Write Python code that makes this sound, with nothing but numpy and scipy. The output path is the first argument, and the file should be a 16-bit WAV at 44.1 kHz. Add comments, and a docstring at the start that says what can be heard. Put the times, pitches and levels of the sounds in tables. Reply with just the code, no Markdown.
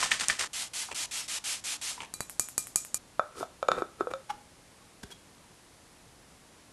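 """Close-up skincare in a small bathroom

A spray bottle is shaken, its liquid splashing and glugging, then pumped eight times in hissing puffs.
Fingernails tap a glass cream jar and set it ringing. Its lid knocks and grinds on the thread as it is
unscrewed; the plastic inner seal squeaks on the rim and pops free. Tiled walls add short echoes."""
import sys
import numpy as np
from scipy import signal
from scipy.fft import rfft, irfft, next_fast_len
from scipy.io import wavfile

SR = 44100
rng = np.random.default_rng(int(sys.argv[2]) if len(sys.argv) > 2 else 0)


def waveform_to_disk(signal):
    """Save audio, clipped to [-1, 1], as 16-bit WAV at the path in sys.argv[1]."""
    frames = np.transpose(np.atleast_2d(signal))
    scaled = np.clip(frames, -1, 1) * 32767
    samples = np.round(scaled).astype(np.int16)
    wavfile.write(sys.argv[1], SR, samples)


N = 296572
TIME = np.arange(N) / SR
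SHORT = TIME[:SR // 3]   # time axis of one gesture

# pump strokes: start_s, stop_s, level_db
STROKES = [(0.531, 0.685, -34.5), (0.733, 0.914, -34.5), (0.945, 1.06, -34), (1.11, 1.272, -35),
           (1.279, 1.389, -34.5), (1.44, 1.605, -33), (1.639, 1.771, -34), (1.813, 2.02, -35)]
# droplet hiss: freq_hz, density_db
MIST_SPECTRUM = [(180, -46), (300, -13), (350, -24), (629, -14), (884, -9.5), (1020, -10), (1660, -7),
                 (2860, -2), (3660, -3), (7550, -1.5), (9970, -5.5), (11300, -8.5), (12000, -16),
                 (15600, -43), (22000, -120)]


def mist(start_db=-5.5, build_s=0.018, press_s=0.092, fade_db_per_s=259, dribble_db=-21):
    """The jet swells, sinks to a dribble and cuts off abruptly."""
    building_db = start_db * np.exp(-SHORT / build_s)
    fading = np.hypot(from_db(-fade_db_per_s * np.maximum(SHORT - press_s, 0)), from_db(dribble_db))
    jet = np.zeros(N)
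    for start, stop, db in STROKES:
        gate = np.clip(np.minimum(SHORT, stop - start - SHORT) / 0.0051 + .5, 0, 1)
        add(jet, start, from_db(db + building_db) * fading * gate)
    droplets = rng.standard_normal(N) + 0.39 * grains(per_s=1500, spread_db=3.5)
    return in_room(jet * coloured(droplets, MIST_SPECTRUM), wet_db=-17)


# full piston returns: start_s, home_s, click_db, froth_db
RETURNS = [(0.913, 0.935, -18, -36), (2.0048, 2.058, -3, -38.5)]
# froth in the dip tube: freq_hz, density_db
FROTH_SPECTRUM = [(150, -23), (450, 2.5), (950, -2), (1600, -8.5), (2500, 4.5), (3400, -4), (4500, -8.5),
                  (8500, -5), (12000, -23)]


def pump(refill_s=0.1, bubble_hz=970, bubble_db=-40.5, gulp_gap_s=0.026, gulp_db=-36, froth_t60_s=0.27):
    """A held stroke draws a bubble into the dip tube; a full return clicks, gulps and sucks froth."""
    bubbles = [(s + refill_s, bubble_hz, bubble_db) for s, stop, _ in STROKES if stop > s + refill_s]
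    piston, flow = np.zeros(N), np.zeros(N)
    for s, home, click_db, froth_db in RETURNS:
        gulps = [at for at in (s - gulp_gap_s, s, s + gulp_gap_s) if at < home]
        bubbles += [(at, bubble_hz * rng.uniform(0.89, 1.04), gulp_db) for at in gulps]
        add(piston, s, plastic_tick(click_db, hz=2630))
        suction = from_db(froth_db - 60 * np.maximum(TIME - s, 0) / froth_t60_s)
        flow += suction * (1 - until(s)) * until(home)
    air = glugs(bubbles, t60_cycles=18.4, scatter_s=0.0059, fragment_db=-8.5)
    froth = flow * coloured(grains(per_s=2100, spread_db=5.5), FROTH_SPECTRUM)
    return in_room(air + piston, wet_db=-6) + froth + grip_rumble(froth, db=-12.5, lag_s=0.0035)


# liquid thrown against the bottle's ends: start_s, level_db, bulk_lag_s, air_hz, air_db
THROWS = [(0.003, -27, 0.025, 1260, -18), (0.111, -30, .005, 1820, -9.5), (0.197, -30.5, 0.013, 1490, -31),
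          (0.286, -31.5, .013, 1790, -13), (0.393, -29.5, .014, 1370, -26)]
# splashing liquid: freq_hz, density_db
SPLASH_SPECTRUM = [(88, -51), (150, -25), (427, -16.5), (700, -12), (767, -11), (1480, -8.5), (1820, -4.5),
                   (1950, -7.5), (2430, -7.5), (4140, -8.5), (8470, -9), (12000, -25), (15600, -56),
                   (22000, -120)]


def splashes(bulk_db=0.3, rise_s=.0025, t60_s=0.25):
    """The first drops of each throw land, then the bulk; both burst into droplets that settle."""
    power, t = np.zeros(N), TIME[:SR // 2]
    for s, db, lag, _, _ in THROWS:
        for lands, level_db in (s, db), (s + lag, db + bulk_db):
            rise = np.exp(np.minimum(t - lands, 0) / rise_s)
            decay = from_db(level_db - 60 * np.maximum(t - lands, 0) / t60_s)
            add(power, 0, (rise * decay) ** 2)
    return np.sqrt(power) * coloured(grains(per_s=9000, spread_db=4.5), SPLASH_SPECTRUM)


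# ticks of the shaken bottle: start_s, level_db, centre_hz
BOTTLE_TICKS = [(0.1990, -4, 5000), (0.2843, 9, 7540), (0.3952, -1, 5740)]
# air above the liquid: freq_hz, level_db, t60_s
HEADSPACE_MODES = [(1300, -70, 0.07), (1797, -50, 0.08)]


def shaken_bottle(settle_s=.025, settle_db=-27, settle_ratio=.94, end_s=.475):
    """Each throw splashes and traps air, which glugs again, lower, as it settles."""
    trapped = [(s + lag, hz, db) for s, _, lag, hz, db in THROWS]
    settling = [(s + settle_s * rng.uniform(1, 1.3), hz * settle_ratio, settle_db)
                for s, hz, _ in trapped]
    air = glugs(trapped + settling, t60_cycles=13.6, scatter_s=.006, fragment_db=-6)
    shake = splashes() + air
    for s, db, hz in BOTTLE_TICKS:
        add(shake, s, plastic_tick(db, hz))
    airborne = in_room(shake + body(shake, HEADSPACE_MODES), wet_db=-14.5)
    return (airborne + grip_rumble(shake, db=-24.5, lag_s=0.0063)) * until(end_s)


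def glugs(pockets, t60_cycles, scatter_s, fragment_db, spread_octaves=0.75, fragments=7):
    """Each air pocket (start_s, pitch_hz, level_db) rings; bubbles of other sizes break off after it."""
    out = np.zeros(N)
    for s, hz, db in pockets:
        add(out, s, ring(click(db), hz, t60_cycles / hz))
        for delay, detune, polarity in rng.uniform(-1, 1, (fragments, 3)):
            pitch_hz = hz * 2 ** (spread_octaves * (detune + 0.31))
            bubble = ring(click(db + fragment_db), pitch_hz, t60_cycles / pitch_hz)
            add(out, s + scatter_s * abs(delay), np.sign(polarity) * bubble)
    return butter(butter(out, 300, "high"), 5900, "low")


def plastic_tick(db, hz):
    """A short snap of hard plastic."""
    return butter(click(db), [hz * 0.72, hz * 1.28], "band", order=3)


# taps on the jar: start_s, nail_db, fingertip_db
TAPS = [(2.139, -16, -11), (2.206, -13.5, 1), (2.396, -3, 0.5), (2.5796, -2.5, -1), (2.7585, -1.5, -1.5),
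        (2.9441, -6, -6)]
# nail clack: freq_hz, level_db, t60_s
NAIL_MODES = [(4740, -67, .008), (7050, -12, 0.0075), (7980, -12.5, 0.008), (9430, -17, 0.0076),
              (10830, -19.5, .009)]
# jar glass: freq_hz, level_db, t60_s
GLASS_MODES = [(1244, -9, .22), (2401, -4, .19), (4511, -7, .11), (5949, -1, .11), (6780, -4, .07),
               (8285, 6, .1), (9770, -5, .1), (10990, 4, .09)]
# cap edge: freq_hz, level_db, t60_s
CAP_MODES = [(3984, -1, 0.16), (4510, 0.9, 0.051)]
# cap ring relative to the nail, as the fingers move down to the glass: time_s, level_db
CAP_SHARE = [(2.2, -28), (2.4, -48)]


def nail_taps(snap_db=5, clack_db=1.5, thud_db=0.5, glass_db=-37.5, touch_lag_s=.091, end_s=2.979):
    """The nail snaps and clacks, the fingertip thuds, the jar rings; a second finger lands lightly."""
    times, nail_db, fingertip_db = np.transpose(TAPS)
    pad, touch = clicks(times, fingertip_db), clicks(times + touch_lag_s, fingertip_db)
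    snap = from_db(snap_db) * butter(clicks(times, nail_db) + from_db(-13) * touch, 8500, "high")
    clack = from_db(clack_db) * struck(times + .0005, nail_db, NAIL_MODES, scatter_db=1.5)
    thud = from_db(thud_db) * butter(pad, 2130, "low", order=6) + from_db(-26) * pad
    pat = from_db(-11.5) * butter(touch, [800, 2800], "band", order=1)
    glass = body(clicks(times, glass_db + 0.67 * nail_db), GLASS_MODES)
    cap_db = nail_db + np.interp(times, *np.transpose(CAP_SHARE))
    cap = body(clicks(times, cap_db), CAP_MODES)
    # the snap radiates all round, so the walls return more of it
    taps = in_room(clack, wet_db=-10) - in_room(snap, wet_db=-1) - in_room(thud + pat, wet_db=-17)
    return (taps + glass + cap + grip_rumble(thud, db=-14, lag_s=0.0069)) * until(end_s)


# lid knocks on the thread: start_s, level_db, clack_rel_db, hollow_hz, hollow_rel_db
KNOCKS = [(3.195, -12.5, -12.5, 593, -6), (3.409, -35, -16, 362, 9.5), (3.4290, -26.5, -8, 670, 4.5),
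          (3.628, -22, 0, 553, 2), (3.6844, -29, 12.5, 503, -9), (3.6868, -12.5, -4, 514, -0.5),
          (3.7169, -14, -1, 543, -19), (3.7790, -39.5, -12, 490, 17.5), (3.8210, -20.5, -10.5, 365, 1.5),
          (4.0083, -19, -10.5, 371, 0.5), (4.071, -28, -20, 490, 4), (4.137, -25, 3.5, 537, -6.5)]
# gripped metal-clad lid: freq_hz, level_db, t60_s
LID_MODES = [(760, -4, 0.0081), (1130, -8.5, 0.014), (1294, 0, 0.026), (1540, -42, 0.011),
             (2310, -11, 0.02), (3100, -17, 0.011), (3560, -9.5, 0.023), (4830, -26, 0.0084),
             (6740, -13, 0.023)]
# lid between touches: freq_hz, level_db, t60_s
FREE_LID_MODES = [(560, -14, 0.12), (1360, -17, 0.061), (1543, -3, 0.1), (2404, -6, 0.046),
                  (3486, -6, 0.073)]


def lid(contact_hz=2460, finger_cut_hz=1920, free_db=-23, jolt_db=14.5):
    """The lid knocks and rubs as it turns; each knock rings it and jolts the jar in the palm."""
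    times, knock_db, clack_db, _, _ = np.transpose(KNOCKS)
    contacts = butter(clicks(times, knock_db), contact_hz, "low", order=1)
    clacks = struck(times, knock_db + clack_db, LID_MODES, scatter_db=2.5)
    clacks = butter(clacks, contact_hz, "low", order=1)
    # the fingers soak up the treble, which only hard contacts bring out
    damped = butter(body(contacts, LID_MODES), finger_cut_hz, "low", order=6)
    treble = butter(clacks, 2130, "high", order=4)
    free = from_db(free_db) * body(contacts, FREE_LID_MODES)
    jolt = from_db(jolt_db) * butter(contacts, [152, 400], "band", order=1)
    grind, hiss = thread_rubs()
    airborne = in_room(damped + treble + free + hand_hollow() + grind + hiss, wet_db=-13)
    return airborne + jolt + grip_rumble(grind, db=-13.5, lag_s=0.0065)


def hand_hollow(gripped_t60_s=0.023, loose_extra_s=0.11, loosening_s=0.056):
    """Knocks ring the air cupped under the hand: pitched by the grip, longer as the lid comes free."""
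    out, last_knock_s = np.zeros(N), KNOCKS[-1][0]
    for s, db, _, hz, hollow_db in KNOCKS:
        puff = butter(butter(click(db + hollow_db), 1370, "low"), hz * .5, "high")
        t60_s = gripped_t60_s + loose_extra_s * np.exp((s - last_knock_s) / loosening_s)
        add(out, s, ring(puff, hz, t60_s))
    return out


# lid slides on the thread: peak_s, width_s, grind_db, hiss_db
RUBS = [(3.401, 0.027, -43.5, -48.5), (3.733, 0.023, -39.5, -58), (3.793, 0.019, -38, -57),
        (4.01, 0.01, -40, -59), (4.113, 0.007, -41, -56)]


def thread_rubs(hollow_hz=446, hollow_t60_s=0.023, hollow_db=-1.5):
    """Tiny slips ring the lid and stir the air under the hand; returns grind and hiss."""
    times, widths, grind_db, hiss_db = np.transpose(RUBS)
    slips = butter(grains(per_s=1200, spread_db=3.5), 500, "low", order=1)
    hollow = from_db(hollow_db) * rms_one(ring(slips, hollow_hz, hollow_t60_s))
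    grind = swells(times, widths, grind_db) * (rms_one(body(slips, LID_MODES)) + hollow)
    friction = butter(grains(per_s=12000, spread_db=7), [2500, 10000], "band", order=1)
    return grind, swells(times, widths, hiss_db) * rms_one(friction)


# fingers and seal brush the rim: peak_s, width_s, rim_db, hiss_db
BRUSHES = [(4.304, 0.0054, -34.5, -64), (5.036, 0.004, -51, -47), (5.12, 0.0088, -56, -50)]
# open jar's rim: freq_hz, level_db, t60_s
RIM_MODES = [(930, 6, 0.018), (1150, 0, 0.017), (1385, 3, 0.033), (2000, -3, 0.019), (2700, 1, 0.0055),
             (3300, -17, 0.022), (4330, -16, .015), (5300, -4, 0.012)]
# skin and plastic squeak on the rim: peak_s, width_s, level_db, pitch_hz
SQUEAKS = [(4.306, 0.0061, -29.5, 834), (4.82, 0.013, -60.5, 1100), (5.124, 0.0042, -42.5, 3300)]
# bent seal: freq_hz, level_db, t60_s
SEAL_MODES = [(402, -44, 0.13), (690, -48, .045), (1550, -35, 0.018), (3300, -45, 0.015)]


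def seal_peel(pop_s=5.035, spring_lag_s=0.07, spring_db=-9):
    """Edges brush and squeak on the rim; the seal pops free, then springs straight."""
    times, widths, rim_db, hiss_db = np.transpose(BRUSHES)
    rim = swells(times, widths, rim_db) * rms_one(body(grains(per_s=3300, spread_db=2.5), RIM_MODES))
    friction = butter(grains(per_s=8300, spread_db=5.5), [2500, 9000], "band", order=1)
    hiss = swells(times, widths, hiss_db) * rms_one(friction)
    squeaks = sum(swells([s], [width], [db]) * stick_slip(hz) for s, width, db, hz in SQUEAKS)
    flick = body(clicks([pop_s, pop_s + spring_lag_s], [0, spring_db]), SEAL_MODES)
    out = in_room(rim + hiss + squeaks + flick, wet_db=-11.5)
    add(out, pop_s, seal_plop())
    return out + grip_rumble(rim, db=-12.5, lag_s=0.05)


def seal_plop(level_db=-36.5, end_hz=48, drop_hz=342, glide_s=0.0054, t60_s=0.095):
    """The plop falls in pitch as the gap widens."""
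    t = TIME[:SR // 4]
    pitch_hz = end_hz + drop_hz * np.exp(-t / glide_s)
    return from_db(level_db - 60 * t / t60_s) * np.sin(2 * np.pi * np.cumsum(pitch_hz) / SR)


def stick_slip(hz, step_db=-26):
    """Squeak tone: three harmonics, each weaker than the last."""
    return sum(from_db(step_db * k) * np.sin(2 * np.pi * hz * (k + 1) * TIME) for k in range(3))


def grip_rumble(sound, db, lag_s, band_hz=(25.1, 273)):
    """Whatever moves a container shifts the grip on it: a rumble that trails the sound's strength."""
    pole = np.exp(-1 / (lag_s * SR))
    strength = np.sqrt(signal.lfilter([1 - pole], [1, -pole], sound ** 2 + 1e-18))
    return from_db(db) * strength * rms_one(butter(rng.standard_normal(N), band_hz, "band"))


def in_room(x, wet_db, t60_s=0.34, wall_cut_hz=8200):
    """Adds the dense echoes of tiled walls; the highest treble dies twice as fast."""
    t = TIME[:SR // 2]
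    scatter = butter(rng.standard_normal(len(t)), 160, "high", order=1) * np.clip(t / 0.00096, 0, 1)
    decay = from_db(-60 * t / t60_s)
    echoes = butter(scatter, wall_cut_hz, "low", order=5) * decay
    echoes += butter(scatter, wall_cut_hz, "high", order=5) * decay ** 2
    return x + from_db(wet_db) * signal.fftconvolve(x, echoes / np.linalg.norm(echoes))[:N]


# noise floor: freq_hz, density_db
FLOOR_SPECTRUM = [(15, -30), (25, -7.5), (91, -3.5), (237, -5.5), (291, -5.5), (418, -10.5), (463, -8.5),
                  (615, -10.5), (954, -11), (1340, -14.5), (1970, -15.5), (2750, -17.5), (10300, -20),
                  (12000, -25.5), (15600, -67), (22000, -120)]


def noise_floor(level_db=-57):
    """Steady room air and microphone hiss."""
    return from_db(level_db) * coloured(rng.standard_normal(N), FLOOR_SPECTRUM)


def from_db(db):
    return np.exp(np.asarray(db) * (np.log(10) / 20))


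def rms_one(x):
    return x / np.sqrt(np.mean(x ** 2) + 1e-20)


def butter(x, hz, kind, order=2):
    """Causal low-, high- or band-pass."""
    sos = signal.butter(order, np.clip(hz, 10, .45 * SR), kind, fs=SR, output="sos")
    return signal.sosfilt(sos, x + 1e-18)


def coloured(x, spectrum):
    """Shapes x by (freq_hz, density_db) points; rms 1."""
    hz, db = np.transpose(spectrum)
    size = next_fast_len(N)
    bins_hz = np.maximum(np.fft.rfftfreq(size, 1 / SR), 1)
    gain = from_db(np.interp(np.log(bins_hz), np.log(hz), db))
    return rms_one(irfft(rfft(x, size) * gain, size)[:N])


def grains(per_s, spread_db):
    """Random clicks of uneven size and either sign; rms 1."""
    sizes = from_db(spread_db * np.minimum(rng.exponential(1, N), 4)) * rng.choice([-1, 1], N)
    return rms_one(sizes * (rng.random(N) < per_s / SR))


def add(out, start_s, sound):
    at = max(round(start_s * SR), 0)
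    out[at:at + len(sound)] += sound[:N - at]


def click(db):
    """One impulse, then silence to ring in."""
    return from_db(db) * signal.unit_impulse(len(SHORT))


def clicks(times, levels_db):
    out = np.zeros(N)
    for s, db in zip(times, levels_db):
        add(out, s, click(db))
    return out


def ring(x, hz, t60_s):
    """One mode: a unit impulse starts a dying cosine of height about 1."""
    radius, angle = from_db(-60 / (t60_s * SR)), 2 * np.pi * hz / SR
    return signal.lfilter([.5, 0, -.5], [1, -2 * radius * np.cos(angle), radius ** 2], x + 1e-18)


def body(x, modes):
    """All modes of an object, driven together."""
    return sum(from_db(db) * ring(x, hz, t60_s) for hz, db, t60_s in modes)


def struck(times, levels_db, modes, scatter_db):
    """Each blow lands on a new spot, giving every mode its own strength."""
    spots = rng.standard_normal((len(times), len(modes)))
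    return sum(ring(clicks(times, levels_db + db + scatter_db * spot), hz, t60_s)
               for (hz, db, t60_s), spot in zip(modes, spots.T))


def swells(peaks_s, widths_s, levels_db):
    """A bell-shaped gain for each short slide."""
    out = np.zeros(N)
    for s, width, db in zip(peaks_s, widths_s, levels_db):
        start = max(s - 4 * width, 0)
        add(out, start, from_db(db) * np.exp(-.5 * ((SHORT + start - s) / width) ** 2))
    return out


def until(end_s):
    """Gain that shuts within a few milliseconds at end_s."""
    return np.clip((end_s - TIME) / 0.0064 + .5, 0, 1)


def scene():
    """All sources centred, as one microphone hears them."""
    spray = shaken_bottle() + pump() + mist()
    jar = nail_taps() + lid() + seal_peel()
    return np.tile(spray + jar + noise_floor(), (2, 1))


def record(dry, cutoff_hz=12000):
    """Steep low-pass."""
    return signal.sosfilt(signal.ellip(10, .1, 80, cutoff_hz, fs=SR, output="sos"), dry)


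dry = scene()
out = record(dry)
waveform_to_disk(out)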